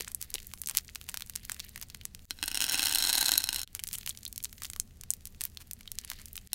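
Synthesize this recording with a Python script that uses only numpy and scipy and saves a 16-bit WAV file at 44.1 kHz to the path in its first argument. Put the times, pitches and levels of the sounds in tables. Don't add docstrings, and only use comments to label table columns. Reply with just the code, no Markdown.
import sys
import numpy as np
from scipy import signal
from scipy.fft import rfft, irfft
from scipy.io import wavfile
from scipy.ndimage import uniform_filter1d

SR = 44100
rng = np.random.default_rng(int(sys.argv[2]) if len(sys.argv) > 2 else 0)


def put_to_file(sound):
    columns = np.atleast_2d(sound).T
    safe = np.clip(columns, -1, 1)
    whole_steps = np.round(safe * 32767)
    wavfile.write(sys.argv[1], SR, whole_steps.astype(np.int16))


N = 288414
TIME = np.arange(N) / SR
HIT = 1024
HIT_S, HIT_HZ = np.arange(HIT) / SR, np.maximum(np.fft.rfftfreq(HIT, 1 / SR), 1)
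TOP_HZ = 15850
TOP_ROLLOFF = 1 / np.sqrt(1 + (HIT_HZ / TOP_HZ) ** 40)


# t/s, level/dB, facet resonance f/Hz, Q, broadband crack relative to the resonance/dB
LOUD_CREASES = [(0.008, -29.5, 3730, 0.26, -17), (0.0466, -40.5, 4510, 0.59, -9),
                (0.0771, -39, 1750, 0.71, -26), (0.0808, -36, 7800, 1.9, -26),
                (0.1175, -39, 9910, 1.3, -12), (0.1477, -26, 10100, 1.6, -28),
                (0.2147, -32.5, 13480, 0.33, -27), (0.2262, -31.5, 10700, 0.32, -35),
                (0.3038, -39.5, 11790, 1.0, -13), (0.3413, -26.5, 7510, 0.61, -21),
                (0.35, -34, 10010, 3.5, -6), (0.355, -30.5, 3390, 2.2, -15.5),
                (0.3827, -39.0, 2910, 1.9, -23), (0.4017, -44, 4550, 0.45, -14),
                (0.4696, -38.5, 13610, 0.97, -30), (0.537, -34.5, 1090, 5.5, -5),
                (0.6172, -30, 11170, 1.1, -20), (0.6362, -42, 3000, 0.21, -23),
                (0.6601, -35, 6730, 1.7, -33), (0.673, -28, 9390, 0.44, -29),
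                (0.687, -31.0, 9100, 3.8, -10), (0.6968, -27.5, 8410, 1.9, -12.5),
                (0.7111, -36.5, 1100, 2, 8), (0.75, -32.5, 2580, 0.25, 2), (0.7716, -15, 14760, 0.21, -16),
                (0.7794, -28.5, 4800, 0.46, -19), (0.7855, -27.5, 5300, 1, -11),
                (0.881, -44.5, 5100, 1.5, -26), (0.8909, -45, 2180, 1.3, -31),
                (0.9493, -40.5, 14760, 0.34, -17), (0.9574, -32, 2920, 0.36, -11),
                (1.0135, -40.5, 3140, 3.9, -12), (1.0897, -33.0, 2940, 3.2, -9),
                (1.0952, -34, 8490, 3.1, -12), (1.143, -30.5, 1470, 3.5, -7), (1.1726, -30, 5160, 0.71, -4),
                (1.1977, -45, 13460, 6.0, -5), (1.2076, -38, 2180, 0.55, 0), (1.222, -33.0, 3700, 2.4, -11),
                (1.2974, -34.5, 14760, 0.5, -8), (1.355, -35.5, 7820, 1.2, -9),
                (1.3598, -27.5, 7260, 0.92, -12), (1.4512, -39, 9570, 0.43, -22),
                (1.4967, -30, 1610, 1.4, -9.5), (1.5187, -29, 8050, 3.6, -10),
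                (1.545, -41, 7440, 0.42, -20), (1.5959, -37.0, 3650, 6.0, -9),
                (1.6019, -32, 4460, 1.0, -17), (1.7598, -36, 2020, 2.8, -10.5),
                (1.7772, -39.5, 1820, 3.4, -9), (1.8141, -37, 12530, 4.4, -6),
                (1.8262, -35.5, 6100, 1.8, -10), (1.9006, -41.5, 4540, 1.1, -10),
                (1.9475, -37, 2850, 0.2, -21), (2.0124, -43.5, 3080, 1.4, -19),
                (2.0535, -29.5, 8350, 1.3, -11), (2.1487, -38.5, 5230, 0.38, -28),
                (3.6756, -37.5, 3430, 2.4, -14), (3.7502, -29, 9800, 0.82, -8),
                (3.7938, -34.5, 2760, 1.9, -14), (3.7981, -38.5, 8500, 1.4, -22),
                (3.8377, -28, 14590, 0.2, -22), (3.8714, -36, 5810, 0.45, -29),
                (3.8765, -34.5, 9830, 1.5, -28), (3.8882, -35.5, 7260, 0.47, -13),
                (3.9127, -42.5, 3690, 0.55, -11), (3.9306, -30.5, 14760, 0.24, -28),
                (3.937, -34.5, 9280, 0.3, -25), (3.9519, -37, 3100, 3.7, -15), (3.955, -34, 8300, 2, -15),
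                (3.9846, -33.5, 10210, 1.4, -18), (4.0627, -31.5, 10070, 0.15, -16),
                (4.0753, -30.0, 2960, 1.6, -9), (4.0935, -29, 8210, 1.6, -15),
                (4.0984, -35, 7900, 1.5, -26), (4.107, -37, 3660, 4.9, -31), (4.174, -40, 5740, 0.73, -30),
                (4.232, -43, 6250, 0.64, -24), (4.2523, -33, 7000, 0.57, -23), (4.2638, -35, 3880, 4, -32),
                (4.2788, -38, 14760, 0.49, -30), (4.3276, -37.0, 14760, 0.3, -27),
                (4.3603, -38.5, 7780, 0.61, -24), (4.379, -30.5, 14760, 0.26, -32),
                (4.4031, -46, 3210, 0.78, -21), (4.428, -41, 10640, 0.83, -26),
                (4.439, -31, 14760, 0.46, -27), (4.4457, -28.0, 7430, 1.6, -19),
                (4.4544, -34.5, 3860, 1.5, -10), (4.5284, -41.5, 13050, 1.4, -1),
                (4.6204, -36, 1310, 2.6, -9), (4.6347, -33.5, 8600, 0.7, -14),
                (4.6476, -35, 3220, 5.1, -11), (4.653, -34.5, 4700, 0.86, -10),
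                (4.7005, -34, 7930, 3.8, -12), (4.7343, -37.0, 4890, 0.31, -12),
                (4.7624, -37, 1220, 4.2, -9), (4.7992, -22.0, 7650, 1.4, -19.5),
                (5.0113, -39.5, 7450, 1.0, -16), (5.036, -40.5, 6940, 0.34, 3),
                (5.1053, -19, 8250, 2.0, -32.5), (5.1139, -37, 12170, 0.7, -19),
                (5.1368, -31, 14760, 0.31, -24), (5.2547, -35.5, 14760, 0.32, -21),
                (5.272, -39.5, 9940, 0.7, -15), (5.4093, -30, 7800, 0.2, -22),
                (5.416, -29.5, 9000, 5.1, -13), (5.438, -28, 12280, 0.57, -16),
                (5.4525, -27.5, 14670, 1.9, -14), (5.5722, -36, 3830, 1.7, -15),
                (5.7118, -33.5, 14760, 0.26, -11), (5.7335, -34, 11340, 1.1, -35),
                (5.809, -44.5, 2450, 2.6, -8), (5.8764, -38.0, 3540, 3, -22),
                (5.9176, -32, 14760, 0.32, -18), (5.9868, -27.5, 5870, 0.73, -20),
                (6.0481, -37, 10040, 6.0, -12), (6.101, -31, 9480, 0.19, -23),
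                (6.1163, -33.5, 1420, 0.43, -10), (6.257, -40, 10310, 0.63, -26.5),
                (6.331, -39.5, 13050, 1.5, -30), (6.3562, -38.5, 5650, 0.25, -23),
                (6.3666, -36.0, 13300, 1.1, -20), (6.378, -35.5, 3150, 1.1, -12.5)]

def creases(rows):
    out = np.zeros(N)
    for s, db, hz, q, crack_db in rows:
        cutoff_hz = 1080 * (hz / 4000) ** 0.15
        radiated = np.hypot(resonance(hz, q), undb(crack_db)) / np.hypot(1, (cutoff_hz / HIT_HZ) ** 2)
        finger_echo_s = rng.uniform(0.00032, 0.00049)
        comb = np.exp(0.06 * np.cos(2 * np.pi * HIT_HZ * finger_echo_s))
        chatter = 0.72 * undb(np.interp(db, [-48, -30], [6, 0]))
        response = minimum_phase(radiated * comb * TOP_ROLLOFF)
        add(out, s, undb(db) * strike(response, chatter, chatter_s=0.00099))
    return out


# start t/s, end t/s
GRIP_SPANS = [(0, 2.2), (3.7, 6.45)]

def faint_creases(per_s=19, usual_handling_db=-62, taut_s=0.032):
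    slots = np.concatenate([np.arange(start, end, 1 / per_s) for start, end in GRIP_SPANS])
    late, size, facet, sharpness = rng.uniform(-1.1, 1, (len(slots), 4)).T
    s = slots + (1 + late) / 2 / per_s
    loud_s = np.sort(np.append(np.array(LOUD_CREASES)[:, 0], np.inf))
    until_snap_s = loud_s[np.searchsorted(loud_s, s)] - s
    tautness = np.exp(-(until_snap_s / taut_s) ** 2)
    effort_db = np.mean(handling_db(s), axis=0) - usual_handling_db
    db = -47.5 + 0.89 * effort_db + size - 3.5 * tautness
    hz, q = 6760 * 2 ** (1.58 * facet), 0.74 * 2 ** sharpness
    crack_db = np.full(len(s), -12)
    return np.column_stack([s, db, hz, q, crack_db])


# centre t/s, half-duration/s, level/dB, spectral tilt/(dB per octave)
FILM_DRAGS = [(0.088, 0.049, -55, -1), (0.228, 0.041, -50.5, 1), (0.347, 0.044, -68, -5),
              (0.705, 0.029, -48.5, -1.5), (0.76, 0.034, -46.5, 0.5), (1.094, 0.022, -48, -1),
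              (1.149, 0.013, -49.5, -1), (1.52, 0.048, -53, -1), (1.829, 0.013, -45, -0.5),
              (3.761, 0.023, -50, 0), (3.944, 0.021, -38, 2.7), (3.984, .015, -48, -0.5),
              (4.092, 0.025, -42, 3.5), (4.455, 0.026, -72, 6), (4.638, 0.029, -56, 0),
              (5.143, 0.011, -52, 5), (5.443, 0.06, -51.5, 1), (5.614, 0.021, -50, -1),
              (6.111, 0.046, -53, -1), (6.202, 0.031, -57, -1.5)]

def scrapes(lo_hz=1000, hi_hz=15000):
    out = np.zeros(N)
    for s, half_s, db, tilt_db in FILM_DRAGS:
        size = int(2 * half_s * SR)
        hz = np.maximum(np.fft.rfftfreq(size, 1 / SR), lo_hz)
        tilt = undb(tilt_db * np.log2(hz / lo_hz))
        grains = irfft(rfft(slips(size, per_s=2500, spread_db=3)) * tilt, size)
        add(out, s - half_s, undb(db) * unit(band(grains, lo_hz, hi_hz)) * np.hanning(size))
    return out


# t/s, relative level/dB, f/Hz
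WALL_FLIPS = [(0.004, -33, 440), (0.348, -34.5, 443), (0.538, -56, 1120)]

def wall_knocks(gain_db=-11):
    out = np.zeros(N)
    for s, db, hz in WALL_FLIPS:
        wall = minimum_phase(resonance(hz, q=1.6))
        add(out, s, undb(db + gain_db) * strike(wall, chatter=5.9, chatter_s=0.001))
    return out


# t/s, relative level/dB of fine rustle, same of coarse rustle
HANDLING_CURVES = [
    [(0.0, -44, -38.5), (0.08, -71, -77), (0.3, -60, -62), (0.46, -57, -63), (0.59, -55.5, -72),
     (0.66, -62, -68), (0.74, -58, -59), (0.83, -59, -67), (1.33, -60.5, -63), (1.65, -57.5, -57.5),
     (1.86, -64, -66), (1.98, -69, -66), (2.14, -73, -75), (2.25, -58, -68)],
    [(3.67, -71, -69), (3.84, -59, -65), (3.96, -51.5, -66), (4.05, -56, -60.5), (4.4, -64, -77),
     (4.57, -58, -70), (4.63, -52, -55), (4.8, -62.5, -88), (5.08, -76, -74), (5.25, -63, -74),
     (5.82, -69, -70.5), (5.92, -60, -66.5), (6.06, -66, -56.5), (6.2, -57, -57), (6.38, -63, -73),
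     (6.54, -62, -58)],
]

def rustle(per_s=520, spread_db=6.5, gain_db=-2):
    fine_db, coarse_db = handling_db(TIME)
    together = 1.6 * slips(N, per_s, spread_db)

    def facets(lo_hz, hi_hz, rubbing, count):
        edges = np.geomspace(lo_hz, hi_hz, count + 1)
        out = np.zeros(N)
        for lo, hi in zip(edges, edges[1:]):
            force = slips(N, per_s, spread_db) + together + rubbing * rng.standard_normal(N)
            out += band(force, lo, hi)
        return unit(out)

    fine = facets(6460, 21200, rubbing=0.27, count=4) * undb(fine_db)
    coarse = facets(1750, 4780, rubbing=0.28, count=3) * undb(coarse_db)
    return undb(gain_db) * (fine + coarse)


def handling_db(s):
    points_s, fine_db, coarse_db = np.vstack(HANDLING_CURVES).T
    return np.interp(s, points_s, fine_db), np.interp(s, points_s, coarse_db)


# t/s, level/dB, contact hardness as tilt/(dB per octave), bed (0 wood, 1 other beads)
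BEAD_LANDINGS = [(2.308, -24, -0.5, 0.22), (2.3885, -42.5, -6.5, 0.83), (2.4279, -24.5, -1.5, 0.036),
                 (2.438, -27.5, -0.5, 0), (2.4591, -33.5, 15, .2), (2.4791, -27, 0, 0.62),
                 (2.4824, -29, 0.5, 0), (2.5153, -30, -1, -0.5), (2.5455, -26.5, 0.5, 0),
                 (2.5543, -27, 1, 0), (2.5737, -23.5, 0, 0.26), (2.6048, -23.5, 1, 0),
                 (2.615, -25, 1, 0.27), (2.622, -23, -0.5, 0), (2.6417, -22.5, 0.5, .05),
                 (2.696, -26, 4.5, 0), (2.726, -28, 11, 0), (2.744, -22.5, -1, 0), (2.7941, -22, 0, 0),
                 (2.8296, -22, -0.5, .8), (2.857, -22.5, 2.5, 1), (2.8704, -23.5, 0.5, 0.02),
                 (2.8933, -30, 7, .4), (2.9255, -25, 2, 0), (2.9486, -20, 5, .9), (2.9573, -21, 2, 0),
                 (2.9848, -21.5, 4, 0.57), (3.0243, -22.5, 1.5, .7), (3.04, -24.5, 2, .3),
                 (3.0504, -24, -0.5, .8), (3.0721, -22.5, 0.5, 0.79), (3.0941, -23, 2, 0.52),
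                 (3.0995, -22, -1.5, 0.79), (3.1294, -20.5, 2, 0.47), (3.1494, -31, 8, 0.9),
                 (3.1536, -21, 1, 1), (3.177, -24.5, -2.5, 0.97), (3.181, -21, 2.5, 0.28),
                 (3.212, -20, 3.5, 0.56), (3.2272, -24, -4, 1), (3.256, -24.5, 0.5, 1),
                 (3.26, -21, 2.5, 0.79), (3.2832, -22, 1.5, 0.68), (3.292, -20.5, -0.5, 0.85),
                 (3.3183, -17.5, 2, 0.74), (3.3378, -20.5, 1, 1), (3.355, -27, -1, 0.41),
                 (3.3785, -14, 5, 0.81), (3.403, -30.5, -1, 0.85), (3.4405, -23, 2, 0.56),
                 (3.4725, -34, -1, 0.86), (3.4899, -21.5, 1.5, 0.11), (3.529, -27, 2, .4),
                 (3.545, -28.5, 1.5, 0.96), (3.5606, -25.5, 2, 0.096), (3.5935, -30, 3.5, 0.35),
                 (3.616, -30, 2.5, .4), (3.6322, -32, 2.5, .5), (6.5319, -20, 4, 0.41)]

def beads():
    out = np.zeros(N)
    for s, db, tilt_db, bed in BEAD_LANDINGS:
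        add(out, s, undb(db) * strike(platter(tilt_db, bed), chatter=2.13, chatter_s=0.00079))
    return out


# t/s, relative level/dB
POUR_CURVE = [(2.28, -81), (2.404, -55), (2.604, -41.5), (2.68, -33.5), (2.944, -33.5), (3.214, -33),
              (3.474, -43.5), (3.6, -40), (3.65, -69)]
# t/s, bed (0 wood, 1 other beads)
BED_CURVE = [(2.5, 0.044), (2.78, 0.11), (3.05, 0.81), (3.38, 0.77), (3.6, 0.87)]

def jostle(count, gain_db, spread_db, tilt_db):
    out = np.zeros(N)
    pour_s, pour_db = np.transpose(POUR_CURVE)
    slots, gap_s = np.linspace(pour_s[0], pour_s[-1], count, endpoint=False, retstep=True)
    for s, (late, size, hardness) in zip(slots, rng.uniform(-0.76, 1, (count, 3))):
        gain = undb(np.interp(s, pour_s, pour_db) + gain_db + spread_db * size)
        bed = np.interp(s, *np.transpose(BED_CURVE)) + 0.59 * rng.uniform(-1.1, 1)
        response = platter(tilt_db + 2 * hardness, np.clip(bed, 0, 1))
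        add(out, s + gap_s * (1 + late) / 2, gain * strike(response, chatter=2.3, chatter_s=0.00079))
    return out


# f/Hz, half-width/Hz, relative level/dB on wood, same on other beads
IMPACT_MODES = [(285, 63, -4.5, -10.5), (867, 210, -6.5, -6), (1549, 146, 0.5, -2), (2000, 240, -3.5, -8),
                (2615, 97, 5, -5), (2866, 66, 7, -8), (3190, 260, 3, -5), (4088, 265, 3, 9.5),
                (4910, 50, 2, -8), (5300, 83, -5, 4), (5460, 215, 6, -0.5), (6690, 490, -1, -1),
                (8230, 290, -1, 3.5), (8850, 590, -0.5, -12), (9820, 460, -2, -2),
                (11340, 1200, -10.5, -24), (12030, 1250, -10.5, -1), (15000, 1900, -7, -19.5)]

def platter(tilt_db, bed, scatter_db=2, detune=0.007):
    hz, width_hz, wood_db, bed_db = np.transpose(IMPACT_MODES)
    size, shift = rng.uniform(-1.7, 1.7, (len(hz), 2)).T
    weight = undb(wood_db + bed * (bed_db - wood_db) + scatter_db * size * np.minimum(hz / 3000, 1))
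    peaks = 1 / (1 + ((HIT_HZ[:, None] - hz * (1 + detune * shift)) / width_hz) ** 2)
    tick = undb(-20) / np.hypot(1, (1100 / HIT_HZ) ** 2)
    hardness = undb(tilt_db * np.log2(np.maximum(HIT_HZ, 2000) / 4000))
    return minimum_phase(np.sqrt(peaks ** 2 @ weight ** 2 + tick ** 2) * hardness * TOP_ROLLOFF)


# f/Hz, relative level/dB, decay time T60/s
WOOD_MODES = [(1463, -9, 0.21), (2360, -22, 0.074), (3130, -13, 0.1), (3860, -9.5, 0.16), (3850, -9, 0.24),
              (4140, -30, 0.074), (5470, -28, 0.21)]

def wood_ring(impacts, gain_db=-6):
    t = np.arange(SR // 8) / SR
    response = 0
    for hz, db, t60_s in WOOD_MODES:
        decay = undb(-60 * t / t60_s)
        response += undb(db + gain_db) * 2 * decay / decay.sum() * np.cos(2 * np.pi * hz * t)
    return impacts + signal.fftconvolve(impacts, response)[:N]


def room(direct, early_db, late_db, t60_s=0.064):
    t = np.arange(SR // 2) / SR
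    early = rng.standard_normal(len(t)) * np.exp(-t / 0.0011) * (t > 0.006)
    late = band(rng.standard_normal(len(t)), 200, 7700, order=1) * undb(-60 * t / t60_s) * (t > 0.01)
    echo = undb(early_db) * early / np.linalg.norm(early) + undb(late_db) * late / np.linalg.norm(late)
    return direct + signal.fftconvolve(direct, echo)[:N]


# f/Hz, relative level/dB
RUMBLE_SPECTRUM = [(12, -17), (20, 5), (37, -6), (53, -8), (87, -7.5), (133, -9.5), (155, -23.5),
                   (174, -11.5), (189, -12.5), (235, -17), (290, -26), (316, -27), (426, -26), (499, -32),
                   (600, -35), (780, -35), (1320, -120)]

def background(rumble_db=-54, hum_hz=76, hum_db=-61, hiss_db=-70):
    hz, db = np.transpose(RUMBLE_SPECTRUM)
    freqs = np.maximum(np.fft.rfftfreq(N, 1 / SR), 1)
    shape = undb(np.interp(np.log(freqs), np.log(hz), db, right=-90))
    rumble = unit(irfft(rfft(rng.standard_normal(N)) * shape, N))
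    hum = np.sqrt(2) * np.sin(2 * np.pi * hum_hz * TIME)
    hiss = unit(band(rng.standard_normal(N), 200, 9000, order=1))
    return undb(rumble_db) * rumble + undb(hum_db) * hum + undb(hiss_db) * hiss


# start t/s, length/s (recovery begins halfway through)
LEVEL_DIPS = [(2.254, .026), (3.646, .026), (6.477, .018)]

def dips(depth_db=-22, recover_s=0.021):
    db = np.zeros(N)
    for s, length_s in LEVEL_DIPS:
        db += depth_db * (TIME > s) * np.exp(-np.maximum(TIME - s - length_s / 2, 0) / recover_s)
    return undb(uniform_filter1d(db, size=40))


def strike(response, chatter, chatter_s):
    force = rng.standard_normal(HIT) * np.exp(-HIT_S / chatter_s)
    force *= chatter / np.linalg.norm(force)
    force[0] += 1
    spectrum = rfft(force)
    colour = np.sqrt(uniform_filter1d(np.abs(spectrum) ** 2, size=21))
    sound = irfft(spectrum * minimum_phase(1 / colour) * response)
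    return sound / np.sqrt(np.mean(sound[:int(0.003 * SR)] ** 2))


def slips(size, per_s, spread_db):
    strengths = undb(spread_db * np.minimum(rng.exponential(size=size), 4)) * rng.choice([-1, 1], size)
    return unit(strengths * ((rng.random(size) < per_s / SR) + 1e-4))


def resonance(hz, q):
    return 1 / (1 + q ** 2 * (HIT_HZ / hz - hz / HIT_HZ) ** 2)


def minimum_phase(gain):
    cepstrum = irfft(np.log(gain + 1e-5))
    cepstrum[1:HIT // 2] *= 2
    cepstrum[HIT // 2 + 1:] = 0
    return np.exp(rfft(cepstrum))


def band(x, lo_hz, hi_hz, order=2):
    sos = signal.butter(order, [lo_hz, min(hi_hz, 0.48 * SR)], "bandpass", fs=SR, output="sos")
    return signal.sosfilt(sos, x)


def add(out, s, sound):
    start = max(int(s * SR), 0)
    part = sound[:max(len(out) - start, 0)]
    out[start:start + len(part)] += part


def undb(db):
    return 10 ** (np.asarray(db) / 20)


def unit(x):
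    return x / np.sqrt(np.mean(x ** 2))


def scene():
    film = creases(LOUD_CREASES) + creases(faint_creases()) + scrapes() + wall_knocks() + rustle()
    packets = room(film, early_db=-22.5, late_db=-26)
    firm_knocks = jostle(count=90, gain_db=4.5, spread_db=2, tilt_db=1.5)
    nudges = jostle(count=460, gain_db=-6, spread_db=9, tilt_db=-3)
    sweets = room(wood_ring(beads() + firm_knocks + nudges), early_db=-18, late_db=-24)
    return ((packets + sweets + background()) * dips())[None]


def record(dry):
    low_pass = signal.ellip(8, 0.2, 70, TOP_HZ, fs=SR, output="sos")
    return signal.sosfilt(low_pass, np.tanh(dry))


dry = scene()
out = record(dry)
put_to_file(out)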